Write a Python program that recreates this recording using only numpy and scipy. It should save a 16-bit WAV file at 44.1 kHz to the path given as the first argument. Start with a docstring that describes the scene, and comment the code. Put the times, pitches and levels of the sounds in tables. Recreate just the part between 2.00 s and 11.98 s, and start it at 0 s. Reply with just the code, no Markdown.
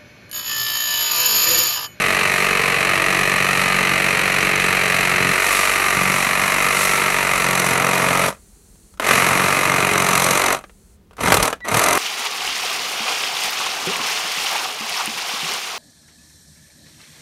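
"""A reciprocating saw is already cutting a hand-held plastic pipe in an earth trench: one long run,
then a second run, a jammed burst and a restart. Each stroke fires one pattern of knocks through saw and pipe;
the shoe thumps on the pipe and shaped noise makes the teeth rasp through the cut. Single blows ring the pipe.
Sines shake with the stroke and whine at the restart, filtered noise hisses as the motor coasts and booms in the jam.
The banks return a short, dull tail to the cut, and a light wind rumbles underneath."""
import sys
import numpy as np
from scipy import signal
from scipy.fft import rfft, irfft
from scipy.io import wavfile
from scipy.ndimage import uniform_filter1d

SR = 44100
rng = np.random.default_rng(int(sys.argv[2]) if len(sys.argv) > 2 else 0)


def master(y):
    """Save y as 16-bit WAV."""
    cut = np.clip(np.atleast_2d(y).T, -1, 1)
    pcm = np.round(cut * 32767)  # scale
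    wavfile.write(sys.argv[1], SR, pcm.astype(np.int16))


N = 440118
TIME = np.arange(N) / SR   # seconds

# The trigger is held four times: the long cut, the second cut, the jam and the restart.
# Each row: pulled in seconds, released in seconds, spin-up in seconds, then base levels of
# saw clatter in dB, pipe rattle in dB and teeth in dB, before the state of the cut shifts them.
RUNS = [(-0.1, 6.252, .05, -18.5, -27, -31), (6.994, 8.512, 0.096, -18, -26.5, -31),
        (9.179, 9.45, 0.075, -22.5, -27.5, -29.5), (9.642, 10.1, 0.13, -20, -26, -25)]
# How far the kerf has opened the pipe. Each row: time in seconds, share 0-1.
KERF = [(3, .05), (4, 1), (8, 1)]
# How loosely the half-cut pipe hangs. Each row: time in seconds, share 0-1.
SLACK = [(0, 0.11), (4.5, 0.05), (5.3, 0.17), (5.9, 0.71), (7.3, .75), (7.6, 0.47), (8.3, 0.77),
         (9.98, 0.9)]
# Resonances of the pipe once the kerf is deep. 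Each row: centre in Hz, width in Hz, boost in dB.
SLIT_MODES = [(271, 27, 6.5), (433, 140, 1), (950, 55, 3.5), (1232, 420, 8.5), (2080, 220, 5),
              (2480, 180, 4.5), (3900, 200, 3)]


def from_db(db):
    """Decibels to gain."""
    return 10 ** (np.asarray(db) / 20)


def noise():
    """White noise of rms 1."""
    return rng.standard_normal(N)


def unit(x):
    """Scale to a standard deviation of 1."""
    return x / np.std(x)


def body(x, colour, modes=(), size=8192):
    """Ring x through a causal (minimum-phase) body made of a broad colour and resonances."""
    hz = np.maximum(np.fft.rfftfreq(size, 1 / SR), 1)
    points, level = np.transpose(colour)
    db = np.interp(np.log(hz), np.log(points), level)
    for centre, width, boost in modes:
        db = db + boost / (1 + (2 * (hz - centre) / width) ** 2)
    # folding the cepstrum onto positive time puts the energy as early as possible
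    cepstrum = irfft(np.log(from_db(db)))
    cepstrum[1:size // 2] *= 2
    cepstrum[size // 2 + 1:] = 0
    ring = irfft(np.exp(rfft(cepstrum)))
    return signal.fftconvolve(x, ring)[:N]


def evened(x, band):
    """Hold the rms within a band (Hz) close to 1 over a few strokes."""
    bandpass = signal.butter(4, band, "band", fs=SR, output="sos")
    inside = signal.sosfilt(bandpass, x) ** 2
    power = uniform_filter1d(uniform_filter1d(inside, size=1900), size=1900)
    return x / np.sqrt(np.abs(power) + inside.mean() / 20)   # the floor keeps pauses quiet


def clicks(times, gains):
    """One impulse at each time."""
    inside = (times >= 0) & (times < TIME[-1])
    return np.bincount((times[inside] * SR).astype(int), gains[inside], N)


def share(rows):
    """Rows of seconds and share 0-1 joined by straight lines."""
    return np.clip(np.interp(TIME, *np.transpose(rows)), 0, 1)


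def spells(rows, edge_s):
    """Gain that fades in, holds and fades out for each row: from seconds, to seconds, dB."""
    gain = 0
    for start, end, db in rows:
        inward = np.minimum(TIME - start, end - TIME)
        gain = gain + from_db(db) * np.clip(inward / edge_s + .5, 0, 1)
    return gain


def wander(count):
    """Slow chance: count random values spread over the scene and joined by straight lines."""
    return np.interp(TIME, np.linspace(0, TIME[-1], count), rng.standard_normal(count))


def running(levels_db, swell, linger_s):
    """Gain of one part: it swells as the motor spins up, holds, lingers after the release and dies."""
    dies_db_per_s = 399
    gain = 0
    for (pulled, released, spin_up, *_), db in zip(RUNS, levels_db):
        rise = np.clip((TIME - pulled) / spin_up, 0, 1) ** swell
        dying_s = np.clip(TIME - released - linger_s, 0, 1)
        gain = gain + rise * from_db(db - dies_db_per_s * dying_s)
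    return gain


def stroke_times():
    """A stroke falls wherever the summed motor speed passes a whole number."""
    # Motor speed, sagging under load: one list for each run.
    # Each row: time in seconds, speed in strokes per second.
    speed = [
        [(0, 46.99), (1.35, 46.98), (2.59, 46.7), (3.32, 45.66), (3.6, 48.26), (4.1, 46.43), (4.63, 48.51),
         (5.16, 47.72), (5.7, 44.18), (6.02, 45.93), (6.4, 45.83)],
        [(7, 42.76), (7.06, 44.86), (7.59, 46.93), (8.25, 45.03), (8.65, 47.74)],
        [(9.18, 33), (9.338, 51.5), (9.372, 30), (9.43, 39), (9.57, 40)],
        [(9.65, 25.9), (9.8, 43.87), (9.98, 44.76)],
    ]
    times = []
    for run in speed:
        t = TIME[(TIME >= run[0][0]) & (TIME <= run[-1][0])]
        turns = np.cumsum(np.interp(t, *np.transpose(run))) / SR
        times += list(np.interp(np.arange(turns[-1]), turns, t))
    after_last = 2 * times[-1] - times[-2]
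    return np.array(times + [after_last])


def stroke_pressure(turns):
    """The push of the teeth repeats with every stroke."""
    # Tooth pressure before each sound bends it. Each row: place in the stroke 0-1, level in dB.
    bite_rows = [(0, -5), (.1, -1), (.22, -8), (.31, -10.5), (.4, -13.5), (.6, -15.5), (.8, -12),
                 (.88, -16), (.94, -1.5)]
    return from_db(np.interp(turns, *np.transpose(bite_rows), period=1))


def efforts(unsteady_db=0.84):
    """Gains of clatter, rattle, thump and teeth from the trigger, the pipe's state and the pressure on the saw."""
    # The blade digs in for a moment. Each row: centre in seconds, length in seconds,
    # extra teeth in dB, extra clatter in dB.
    digs = [(1.62, .12, 2, 0), (3.57, 0.38, 5, 0.5), (4.82, 0.22, 4.5, 0.3), (5.62, 0.22, 2.5, -0.45),
            (6.2, .16, 2, .5), (7.15, 0.27, 4, 4.5), (8.212, 0.48, 6, -1.7)]
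    # The shoe is pressed against the pipe. Each row: from seconds, to seconds, thump in dB.
    presses = [(-0.1, 1.1, -34), (1.1, 3.2, -31.5), (3.2, 3.33, -26.5), (3.95, 4.15, -28.5),
               (4.15, 5.45, -36), (5.45, 6.3, -29), (7.1, 7.5, -28), (7.5, 7.68, -33), (7.68, 8.36, -27.5),
               (9.215, 9.4, -25), (9.735, 9.78, -19)]
    resting_shoe_db = -43.5   # a floor under the presses
    slack_clatter_db, slack_rattle_db = -3.5, 6.5   # a slack pipe rattles more and resists the saw less
    kerf_teeth_db, kerf_clatter_db = 3, -1.44   # an open kerf sets more teeth to work; the saw clatters less

    clatter_db, rattle_db, teeth_db = np.transpose(RUNS)[3:]
    slack, kerf = share(SLACK), share(KERF)
    dig_teeth_db, dig_clatter_db = 0, 0
    for s, length, extra_teeth_db, extra_clatter_db in digs:
        dig = np.exp(-np.minimum((2 * (TIME - s) / length) ** 2, 20))
        dig_teeth_db = dig_teeth_db + extra_teeth_db * dig
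        dig_clatter_db = dig_clatter_db + extra_clatter_db * dig

    clatter_shift_db = slack_clatter_db * slack + kerf_clatter_db * kerf + dig_clatter_db
    teeth_shift_db = kerf_teeth_db * kerf + dig_teeth_db + unsteady_db * wander(count=160)
    shoe_force = np.hypot(from_db(resting_shoe_db), spells(presses, edge_s=.065))
    clatter = running(clatter_db, swell=1.05, linger_s=.003) * from_db(clatter_shift_db)
    rattle = running(rattle_db, swell=0.72, linger_s=0.033) * from_db(slack_rattle_db * slack)
    thump = running(np.zeros(len(RUNS)), swell=0.73, linger_s=0.054) * shoe_force
    rasp = running(teeth_db, swell=1.02, linger_s=.028) * from_db(teeth_shift_db)
    return clatter, rattle, thump, rasp


def contacts(strokes, places, levels_db, jitter_s, creep_s, spread_db, limp_db):
    """Each stroke repeats the contacts; they creep as the grip shifts, and every second stroke is weaker."""
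    number = np.arange(len(strokes))[:, None]
    late, force, grip = rng.standard_normal((3, len(strokes), len(places)))
    # the grip shifts slowly, over dozens of strokes
    creep = unit(uniform_filter1d(uniform_filter1d(grip, size=24, axis=0), size=24, axis=0))
    times = np.interp(number + places, number[:, 0], strokes, left=-1, right=-1)
    times = times + jitter_s * late + creep_s * creep
    return clicks(times, from_db(levels_db + spread_db * force + limp_db * (number % 2)))


def pipe(x, colour):
    """The pipe's ring shifts from whole to slit resonances as the kerf opens."""
    # Resonances of the barely cut pipe. Each row: centre in Hz, width in Hz, boost in dB.
    whole_modes = [(442, 53, 4.5), (1228, 170, 5.5), (2090, 200, 1), (2550, 180, 4), (2860, 130, -2.5),
                   (4070, 400, 2)]
    kerf = share(KERF)
    return (1 - kerf) * body(x, colour, whole_modes) + kerf * body(x, colour, SLIT_MODES)


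def saw_and_pipe(strokes, pressure, clatter_gain, rattle_gain, thump_gain):
    """Hard knocks of the drive, looser rattling of the pipe, and the dull thump of the shoe."""
    # Contacts within one stroke. Each row: place in the stroke relative to its start (1 is a full stroke),
    # relative saw clatter in dB, relative pipe rattle in dB.
    contact_rows = [(-.215, -17.5, -6.5), (-.12, -5.5, -8), (-.02, -2.5, -1.5), (0.028, -6.5, -0.5),
                    (.09, -14, -2.5), (.15, -12, -4), (0.258, -9.5, -3), (.305, -7, -8), (.42, -8, -2.5),
                    (.5, -14, -7), (.6, -18, -5), (0.689, -17, -14)]
    # The shoe hits the pipe and rebounds. Each row: place in the stroke 0-1, relative level in dB.
    shoe_rows = [(0.042, -2), (0.319, -5)]
    # Broad colours of the three sounds. Each row: frequency in Hz, relative level in dB.
    clatter_colour = [(300, -43.5), (800, -18), (1150, -4.5), (1500, -6), (1900, 2), (2600, -1.5),
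                      (3000, -6.5), (3400, -19.5), (4100, -11), (5000, -22.5), (9000, -33), (15000, -43.5)]
    rattle_colour = [(100, -12.5), (220, 2), (275, -7), (310, -3), (360, 0), (480, 1), (700, 2), (860, -2),
                     (1200, -3.5), (1550, -5.5), (3000, -12), (10000, -40)]
    thump_colour = [(40, -35.5), (70, -11.5), (95, 3.5), (140, -2), (190, 1), (240, -4), (310, -11),
                    (600, -13.5), (2000, -61)]

    places, clatter_db, rattle_db = np.transpose(contact_rows)
    hard = unit(contacts(strokes, places, clatter_db,
                         jitter_s=.00008, creep_s=.0002, spread_db=1.4, limp_db=-0.4))
    loose = unit(contacts(strokes, places, rattle_db,
                          jitter_s=.00024, creep_s=.0004, spread_db=2.6, limp_db=-1.0))
    shoe = contacts(strokes, *np.transpose(shoe_rows),
                    jitter_s=.00045, creep_s=.00025, spread_db=2.6, limp_db=-3.2)
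    chips = unit(pressure * noise())   # torn plastic fills in between the knocks
    clatter = evened(pipe(hard + from_db(-13) * chips, clatter_colour), (1600, 3000))
    rattle = evened(pipe(loose + from_db(-10) * chips, rattle_colour), (350, 1100))
    thump = evened(pipe(shoe, thump_colour), (110, 260))
    return clatter_gain * clatter + rattle_gain * rattle + thump_gain * thump


def teeth(strokes, pressure, grain_db=3.5, uneven_db=3.0):
    """Teeth tear chips on the pull; where the cut pinches, the flank rubs both ways and the blade rings."""
    # Share of the rasp from the blade's flank in a pinched cut. Each row: time in seconds, share 0-1.
    pinch_rows = [(0, 0.86), (3.1, 0.5), (3.45, 1), (5.1, 0.95), (5.6, 0.3), (6.2, .9), (7.6, .85),
                  (8.1, 0.16), (9.98, 0.29)]
    # Broad colour of the rasp. Each row: frequency in Hz, relative level in dB.
    rasp_colour = [(800, -22), (2500, -6), (4000, -0.5), (5000, -6), (6000, -2.5), (7000, -2), (9000, -3),
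                   (11500, -5), (13000, -9.5), (15500, -25)]
    # Resonances over that colour, for tearing teeth and for the rubbing flank.
    # Each row: centre in Hz, width in Hz, boost in dB.
    tooth_modes = [(4000, 250, 6), (6110, 320, 10.3), (8730, 1500, 4.9), (10300, 250, 4), (11500, 500, 4.8),
                   (12700, 440, 2.4)]
    flank_modes = [(5760, 450, 4), (8740, 950, 2.1), (11130, 450, 8.9), (12480, 270, 4)]

    lumps = unit(uniform_filter1d(noise(), size=30))
    grains = from_db(grain_db * np.clip(lumps, -2, 2))
    stroke_chance = rng.standard_normal(len(strokes))
    depth = from_db(uneven_db * np.interp(TIME, strokes, stroke_chance))
    # the bite follows the pressure steeply, the rub only faintly
    bite = unit(body(noise() * grains * pressure ** 1.5 * depth, rasp_colour, tooth_modes))
    rub = unit(body(noise() * grains * pressure ** 0.35, rasp_colour, flank_modes))
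    pinch = share(pinch_rows)
    return evened(np.sqrt(1 - pinch) * bite + np.sqrt(pinch) * rub, (5500, 14000))


def knocks(crunch_s=0.0063, crunch_db=-15):
    """Single blows of the tool ring the pipe, each with a decaying crunch and crack of plastic."""
    # Each row: time in seconds, relative blow level in dB, relative crack level in dB.
    blow_rows = [(6.289, -9, -24), (6.756, -42, -55), (6.939, -35, -52), (6.974, -30.5, -46),
                 (6.998, 0.5, -21.5), (7.085, -1, -20), (7.109, 7, -18), (8.64, -17.5, -55),
                 (8.696, -27.5, -58), (9.11, -29, -57), (9.132, -32, -51), (9.168, -25, -39),
                 (9.274, 3.5, -24), (9.302, 2, -24), (9.321, 12.5, -7), (9.342, 4, -5), (9.37, -3, -16),
                 (9.427, -8, -5.5), (9.454, -14, -16), (9.528, -0.5, -26), (9.605, -23, -60),
                 (9.743, 2, -18), (9.793, -7, -14)]
    # Broad colours of the blow and of cracking plastic. 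Each row: frequency in Hz, relative level in dB.
    blow_colour = [(60, -22), (150, -5.5), (600, 8.5), (1100, 0), (1550, 5), (2200, -5), (3200, -3),
                   (4200, -11), (7000, -15), (15500, -37)]
    crack_colour = [(800, -17), (2500, -4), (4000, -0.5), (5500, -2.5), (9000, -1.5), (12500, -3.5),
                    (15500, -20)]

    times, blow_db, crack_db = np.transpose(blow_rows)
    dying = [1, -np.exp(-1 / (crunch_s * SR))]   # exponential decay
    blows = clicks(times, from_db(blow_db))
    crunch = signal.lfilter([1], dying, blows + 1e-18) * noise()
    crack = signal.lfilter([1], dying, clicks(times, from_db(crack_db)) + 1e-18) * noise()
    ringing = body(blows + from_db(crunch_db) * crunch, blow_colour, SLIT_MODES)
    return from_db(4.0) * ringing + from_db(1.0) * body(crack, crack_colour)


def tool_shake(turns):
    """The whole tool shakes at the stroke rate and its octave, the former less on a slack pipe."""
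    shake_db, octave_db, waver_db, slack_shake_db = -41.5, -39.5, 0.5, -11
    swing = from_db(shake_db + slack_shake_db * share(SLACK) + waver_db * wander(count=20))
    shake = swing * np.sin(2 * np.pi * turns) + from_db(octave_db) * np.sin(4 * np.pi * turns)
    return shake * running(np.zeros(len(RUNS)), swell=0.97, linger_s=0)


def trigger_whine():
    """As the trigger is pulled again the motor's drive whines, swelling while its pitch falls."""
    from_s, to_s, level_db = 9.603, 9.662, -25
    start_hz, fall_hz_per_s = 1985, 1100
    since_start = np.clip(TIME - from_s, 0, None)
    angle = 2 * np.pi * np.cumsum(start_hz - fall_hz_per_s * since_start) / SR
    swell = since_start / (to_s - from_s) * spells([(from_s, to_s, level_db)], edge_s=.015)
    return (np.sin(angle) + from_db(-22) * np.sin(2 * angle)) * swell


def coasting():
    """The released motor spins down with an airy hiss of filtered noise."""
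    # Each row: from seconds, to seconds, level in dB.
    coasts = [(6.3, 6.96, -55.5), (8.6, 8.96, -60)]
    # Colour of the hiss. Each row: frequency in Hz, relative level in dB.
    hiss_colour = [(1500, -8.5), (3600, -11.5), (4300, -1.5), (5000, -10), (6000, -1.5), (9000, 2),
                   (15500, -14)]
    return unit(body(noise(), hiss_colour)) * spells(coasts, edge_s=.04)


def heaving_pipe():
    """The jammed saw heaves the pipe with a low boom of filtered noise."""
    # Each row: from seconds, to seconds, level in dB.
    heaves = [(9.215, 9.45, -30)]
    # Colour of the boom. Each row: frequency in Hz, relative level in dB.
    boom_colour = [(20, -20), (40, -1), (100, -3), (170, -2), (500, -42)]
    return unit(body(noise(), boom_colour)) * spells(heaves, edge_s=.04)


def trench(x, wet_db=-13.5, t60=0.14, dull_hz=4500, delay_s=0.0027):
    """Earth banks and a foundation wall scatter back a short, dull tail."""
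    tail = noise() * from_db(-60 * TIME / t60) * (TIME > delay_s)
    tail = tail / np.linalg.norm(tail)
    dull = signal.butter(1, [250, dull_hz], "band", fs=SR, output="sos")
    tail = signal.sosfilt(dull, tail)
    return x + from_db(wet_db) * signal.fftconvolve(x, tail)[:N]


def light_wind():
    """A light, steady wind: filtered noise, mostly low rumble."""
    # Colour of the wind. Each row: frequency in Hz, relative level in dB.
    wind_colour = [(20, -25), (40, -3), (60, -6), (140, -21), (200, -10.5), (260, -26.5), (400, -21.5),
                   (600, -33.5), (2500, -43.5), (14000, -50.5)]
    return unit(body(noise(), wind_colour)) * from_db(-50)


def scene():
    """The strokes drive the cut, which the trench reflects; boom, motor and wind are added directly."""
    strokes = stroke_times()
    turns = np.interp(TIME, strokes, np.arange(len(strokes)))
    pressure = stroke_pressure(turns)
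    clatter, rattle, thump, rasp = efforts()
    cut = saw_and_pipe(strokes, pressure, clatter, rattle, thump)
    cut = cut + rasp * teeth(strokes, pressure) + knocks()
    motor = tool_shake(turns) + trigger_whine() + coasting()
    return (trench(cut) + heaving_pipe() + motor + light_wind())[None]


def record(dry, top=1.15):
    """At the microphone the deepest bass is lost, the loudest peaks are rounded and the top is cut."""
    cutoff_hz = 15750
    bass_cut = signal.butter(2, 22, "high", fs=SR, output="sos")
    rounded = top * np.tanh(signal.sosfilt(bass_cut, dry) / top)
    return signal.sosfilt(signal.ellip(10, .1, 80, cutoff_hz, fs=SR, output="sos"), rounded)


dry = scene()
out = record(dry)
master(out)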